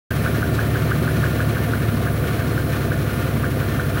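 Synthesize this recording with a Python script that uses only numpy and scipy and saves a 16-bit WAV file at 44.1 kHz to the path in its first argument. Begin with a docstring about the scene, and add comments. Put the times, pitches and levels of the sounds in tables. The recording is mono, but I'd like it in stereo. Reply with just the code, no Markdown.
"""After a moment of silence, a six-cylinder engine is heard idling to the left, behind it a steady low
hum and a thin, faintly whistling hiss. Its exhaust throbs once per crank turn, the block rumbles and
clatters with the firings, and a loose part knocks once per engine cycle. About half a second in, one
faint scuff passes. Later the engine slows a little, its level sinks and the knocks grow weaker."""
import sys
import numpy as np
from scipy import signal
from scipy.fft import rfft, irfft
from scipy.io import wavfile
from scipy.ndimage import uniform_filter1d

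SR = 44100
rng = np.random.default_rng(int(sys.argv[2]) if len(sys.argv) > 2 else 0)


def log_audio(samples):
    """Write samples as a 16-bit WAV file to the path given in sys.argv[1]."""
    # one column per channel
    frames = np.atleast_2d(samples).T
    # limit to full scale, then quantise
    limited = np.clip(frames, -1, 1)
    pcm = np.round(limited * 32767).astype(np.int16)
    wavfile.write(sys.argv[1], SR, pcm)


N = 176400

# Levels are relative within each table; pan_db is left minus right.
# likeness of the noise in the two channels: frequency_hz, correlation
COHERENCE = [(60, 0.84), (150, 0.99), (300, .9), (600, 0.62), (1300, 0.16), (2500, 0.11), (5000, 0)]
# spectrum of the hiss: frequency_hz, level_db
HISS_SPECTRUM = [(3000, -20), (7000, -20), (9000, -1), (10800, -3), (12800, -3.5), (14000, 3.5), (15300, 1),
                 (15700, 5)]
# balance of the hiss: frequency_hz, pan_db
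HISS_BALANCE = [(7000, 11), (9000, 1.5), (10500, 3.5), (12500, 17), (15500, 22)]
# whistles in the hiss: pitch_hz, level_db
WHISTLE_BANDS = [(10135, -13), (10503, -3), (10706, -8), (10886, -2), (11089, -8), (12052, -10),
                 (15654, -2)]
# spectrum of the scuff: frequency_hz, level_db
SCUFF_SPECTRUM = [(1500, -25), (3500, 6), (5500, -4), (8000, -8), (15000, -13)]
# resonances of the engine and its panels: frequency_hz, width_hz, boost_db
PANEL_MODES = [(222, 27, 1.5), (302, 21, 0), (377, 12, 3.5), (511, 54, 1.5), (1177, 68, 4), (1240, 31, 2),
               (1417, 21, 7), (1535, 26, 1.5), (1673, 45, 1.5), (1786, 37, 11.5)]
# spectrum of the block's rumble: frequency_hz, level_db
RUMBLE_SPECTRUM = [(20, -30), (32, -30), (42, -21), (54, -12.5), (75, -16), (100, -8), (125, -1), (160, -3),
                   (195, -10), (225, -6), (270, -9), (310, -8), (345, -11.5), (380, -10), (440, -14.5),
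                   (500, -11.5), (570, -17), (690, -13), (780, -25.5), (1000, -32.5), (2000, -47.5)]
# spectrum of the mechanical clatter: frequency_hz, level_db
CLATTER_SPECTRUM = [(400, -27.5), (750, -12.5), (950, -9), (1180, -5), (1290, -6.5), (1400, -2),
                    (1520, -3.5), (1800, -9), (1950, -8.5), (2400, -8.5), (2700, -11.5), (3200, -12.5),
                    (3600, -16), (4200, -15.5), (4700, -21), (5800, -21), (7500, -26), (15000, -23)]
# balance of the clatter: frequency_hz, pan_db
CLATTER_BALANCE = [(700, 12), (950, 7), (1200, 14), (1700, 15), (2300, 9), (2900, 4.5), (3500, 9.5),
                   (4300, 12.5), (7000, 7.5)]
# one knock per engine cycle, which also sets the idle speed: start_s, level_db
CYCLE_KNOCKS = [(0.097, 1), (0.2634, 0.5), (0.429, -0.5), (0.5919, 1), (0.7562, -2.5), (0.9188, 1.5),
                (1.0783, -2), (1.2397, 1), (1.4032, -0.5), (1.5686, -3.5), (1.735, -2.5), (1.9016, -14),
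                (2.0717, -3.5), (2.241, -8), (2.4098, -7), (2.5783, -4), (2.747, -8), (2.9186, -2.5),
                (3.0919, -11), (3.2674, -14), (3.4425, -1), (3.6192, -7.5), (3.7957, -2.5), (3.9717, -3)]
# touch, blow and two rebounds within a knock: delay_s, level_db, pitch_hz
KNOCK_CONTACTS = [(-.0072, -5.5, 1270), (-.0004, 0.5, 1520), (.012, -9, 1580), (0.0209, -12, 1670)]
# resonances of the exhaust pipe: frequency_hz, width_hz, boost_db
PIPE_MODES = [(126.5, 34, 10), (227.4, 38, 16.5), (289.4, 26, 8)]
# exhaust harmonics of the crank rate (order 3 is the firing rate): order, level_db
EXHAUST_ORDERS = [(3, -51), (6, -28), (9, -23), (10, -36.5), (11, -33.5), (12, -27), (13, -36), (14, -39),
                  (15, -44), (18, -37), (19, -40), (22, -44), (24, -43), (25, -40)]


def undb(db):
    """Amplitude ratio of a level in decibels."""
    return 10 ** (np.asarray(db) / 20)


def unit(x):
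    """Normalisation to an rms of 1."""
    return x / np.sqrt(np.mean(x ** 2))


def pan(db):
    """Direction by level difference: left and right gains with a mean of 1."""
    gains = undb(np.array([[.5], [-.5]]) * db)
    return gains / gains.mean(0)


def per_bin(points):
    """Interpolation of (frequency_hz, value) points on a log-frequency axis."""
    hz, value = np.array(points, float).T
    return np.interp(np.log(np.arange(N // 2 + 1) * SR / N + 1), np.log(hz), value)


def drift(rate_hz):
    """Random modulation: smoothed steps with an rms of 1."""
    hold = int(SR / rate_hz)
    steps = np.repeat(rng.standard_normal(N // hold + 1), hold)
    return unit(uniform_filter1d(uniform_filter1d(steps, hold), hold)[:N])


def resonance_db(hz, modes):
    """Resonance: each mode adds a bell-shaped boost about its natural frequency."""
    return sum(db / (1 + (2 * (hz - centre) / width) ** 2) for centre, width, db in modes)


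def radiate(drive, colour_db, pan_db):
    """Source and filter: two rows of noise become a coloured, partly coherent stereo pair."""
    mid, side = rfft(drive)
    alike = per_bin(COHERENCE)
    pair = mid * np.sqrt(1 + alike) + np.array([[1], [-1]]) * side * np.sqrt(1 - alike)
    out = irfft(pair * undb(colour_db) * pan(pan_db), N)
    return out / np.std(out.mean(0))


def hum(t, pitch_hz=86.7):
    """A pure tone under slight amplitude modulation."""
    return undb(-34.5 + drift(1.8)) * unit(np.sin(2 * np.pi * pitch_hz * t)) * pan(8.5)


def whistle(t, pitch_hz, waver_hz=72):
    """Narrow-band noise: random amplitude and phase make a tone waver."""
    waver = drift(waver_hz) + 1j * drift(waver_hz)
    return undb(-drift(2.6)) * (waver * np.exp(2j * np.pi * pitch_hz * t)).real


def hiss(t):
    """Broadband treble noise, in which narrow bands are heard as faint pitches."""
    whistles = sum(undb(db) * whistle(t, hz) for hz, db in WHISTLE_BANDS)
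    flicker = undb(.52 * drift(8)) * rng.standard_normal((2, N))
    noise = radiate(flicker, per_bin(HISS_SPECTRUM), per_bin(HISS_BALANCE))
    return undb(-38) * noise + undb(-53) * whistles * pan(26)


def scuff(t, centre_s=.55, width_s=.009):
    """Friction noise under a brief Gaussian envelope."""
    rub = np.exp(-.5 * ((t - centre_s) / width_s) ** 2) * rng.standard_normal((2, N))
    return undb(-60) * radiate(rub, per_bin(SCUFF_SPECTRUM), pan_db=12)


def crank_turns(t):
    """Four-stroke cycle: the crank advances two turns from each knock to the next."""
    times = np.array(CYCLE_KNOCKS)[:, 0]
    times = np.r_[2 * times[0] - times[1], times, 2 * times[-1] - times[-2]]
    return np.interp(t, times, 2 * np.arange(len(times)))


def shaking(turns, repeat_share=.27):
    """Partly periodic excitation: a share of the jolts' power recurs every engine cycle."""
    cycle = rng.standard_normal((2, 8192))
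    repeated = cycle[:, (turns / 2 % 1 * cycle.shape[1]).astype(int)]
    return np.sqrt(repeat_share) * repeated + np.sqrt(1 - repeat_share) * rng.standard_normal((2, N))


def block(turns, swell_db=1.1, pulse_db=.78, scatter_db=1.4):
    """Forced vibration of block and panels: rumble swells once a turn, clatter once a firing."""
    swell = undb(swell_db * np.cos(2 * np.pi * (turns - .35)))
    firings = 3 * turns - .49
    strength = rng.standard_normal(256)[np.round(firings).astype(int)]
    bursts = undb(pulse_db * np.cos(2 * np.pi * firings) + scatter_db * strength)
    ring_db = resonance_db(np.arange(N // 2 + 1) * SR / N, PANEL_MODES)
    rumble = radiate(swell * shaking(turns), per_bin(RUMBLE_SPECTRUM) + ring_db, pan_db=8.5)
    jolts = bursts * shaking(turns)
    clatter = radiate(jolts, per_bin(CLATTER_SPECTRUM) + ring_db, per_bin(CLATTER_BALANCE))
    return undb(-23.5) * rumble + undb(-32) * clatter


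def knock(t, rise_s=.002, jitter_s=.00035, detune=.017, echo_t60_s=.11):
    """Impact and rebound: a loose part squeaks at each contact; nearby surfaces scatter the sound."""
    direct = np.zeros(N)
    age = t[:N // 16]
    envelope = (age / rise_s * np.exp(1 - age / rise_s)) ** 2
    for start_s, knock_db in CYCLE_KNOCKS:
        for delay_s, contact_db, pitch_hz in KNOCK_CONTACTS:
            late, sharp = rng.standard_normal(2)
            i = min(int((start_s + delay_s + jitter_s * late) * SR), N)
            squeak = envelope * np.sin(2 * np.pi * pitch_hz * (1 + detune * sharp) * age)
            direct[i:i + len(age)] += undb(knock_db + contact_db) * squeak[:N - i]
    tail = rng.standard_normal((2, len(age))) * undb(-60 * age / echo_t60_s)
    echo = signal.fftconvolve(direct[None], tail / np.linalg.norm(tail[0]))[:, :N]
    return (direct + undb(-5) * echo) * undb(-14.5) * pan(18)


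def exhaust(turns, crank_hz, throb_turn=.69, dispersion_rad=.2, wobble_db=.77):
    """Superposition: harmonics slide past the pipe's resonances and add to one rising throb a turn."""
    out = 0
    for order, level_db in EXHAUST_ORDERS:
        boost_db = resonance_db(order * crank_hz, PIPE_MODES)
        gain = undb(level_db + boost_db - boost_db.mean() + wobble_db * drift(9))
        lag = dispersion_rad * (order - 9) ** 2  # the pipe delays higher tones more
        out = out + gain * np.cos(2 * np.pi * order * (turns - throb_turn) - lag)
    return out * undb(.56) * pan(10)


def scene(louder_db_per_hz=1.2):
    """The sources add linearly; the level of exhaust and block follows the crank rate."""
    t = np.arange(N) / SR
    turns = crank_turns(t)
    crank_hz = uniform_filter1d(np.gradient(turns) * SR, size=SR // 4)
    effort = undb(louder_db_per_hz * (crank_hz - crank_hz.mean()))
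    engine = effort * (exhaust(turns, crank_hz) + block(turns))
    return engine + knock(t) + scuff(t) + hum(t) + hiss(t)


def record(dry, start_s=.105, cutoff_hz=15760):
    """Gating and band limiting: the sound enters after a brief silence, its highest treble removed."""
    gate = np.clip((np.arange(N) / SR - start_s) / .003, 0, 1)
    return signal.sosfilt(signal.ellip(12, .1, 80, cutoff_hz, fs=SR, output="sos"), dry * gate)


dry = scene()
out = record(dry)
log_audio(out)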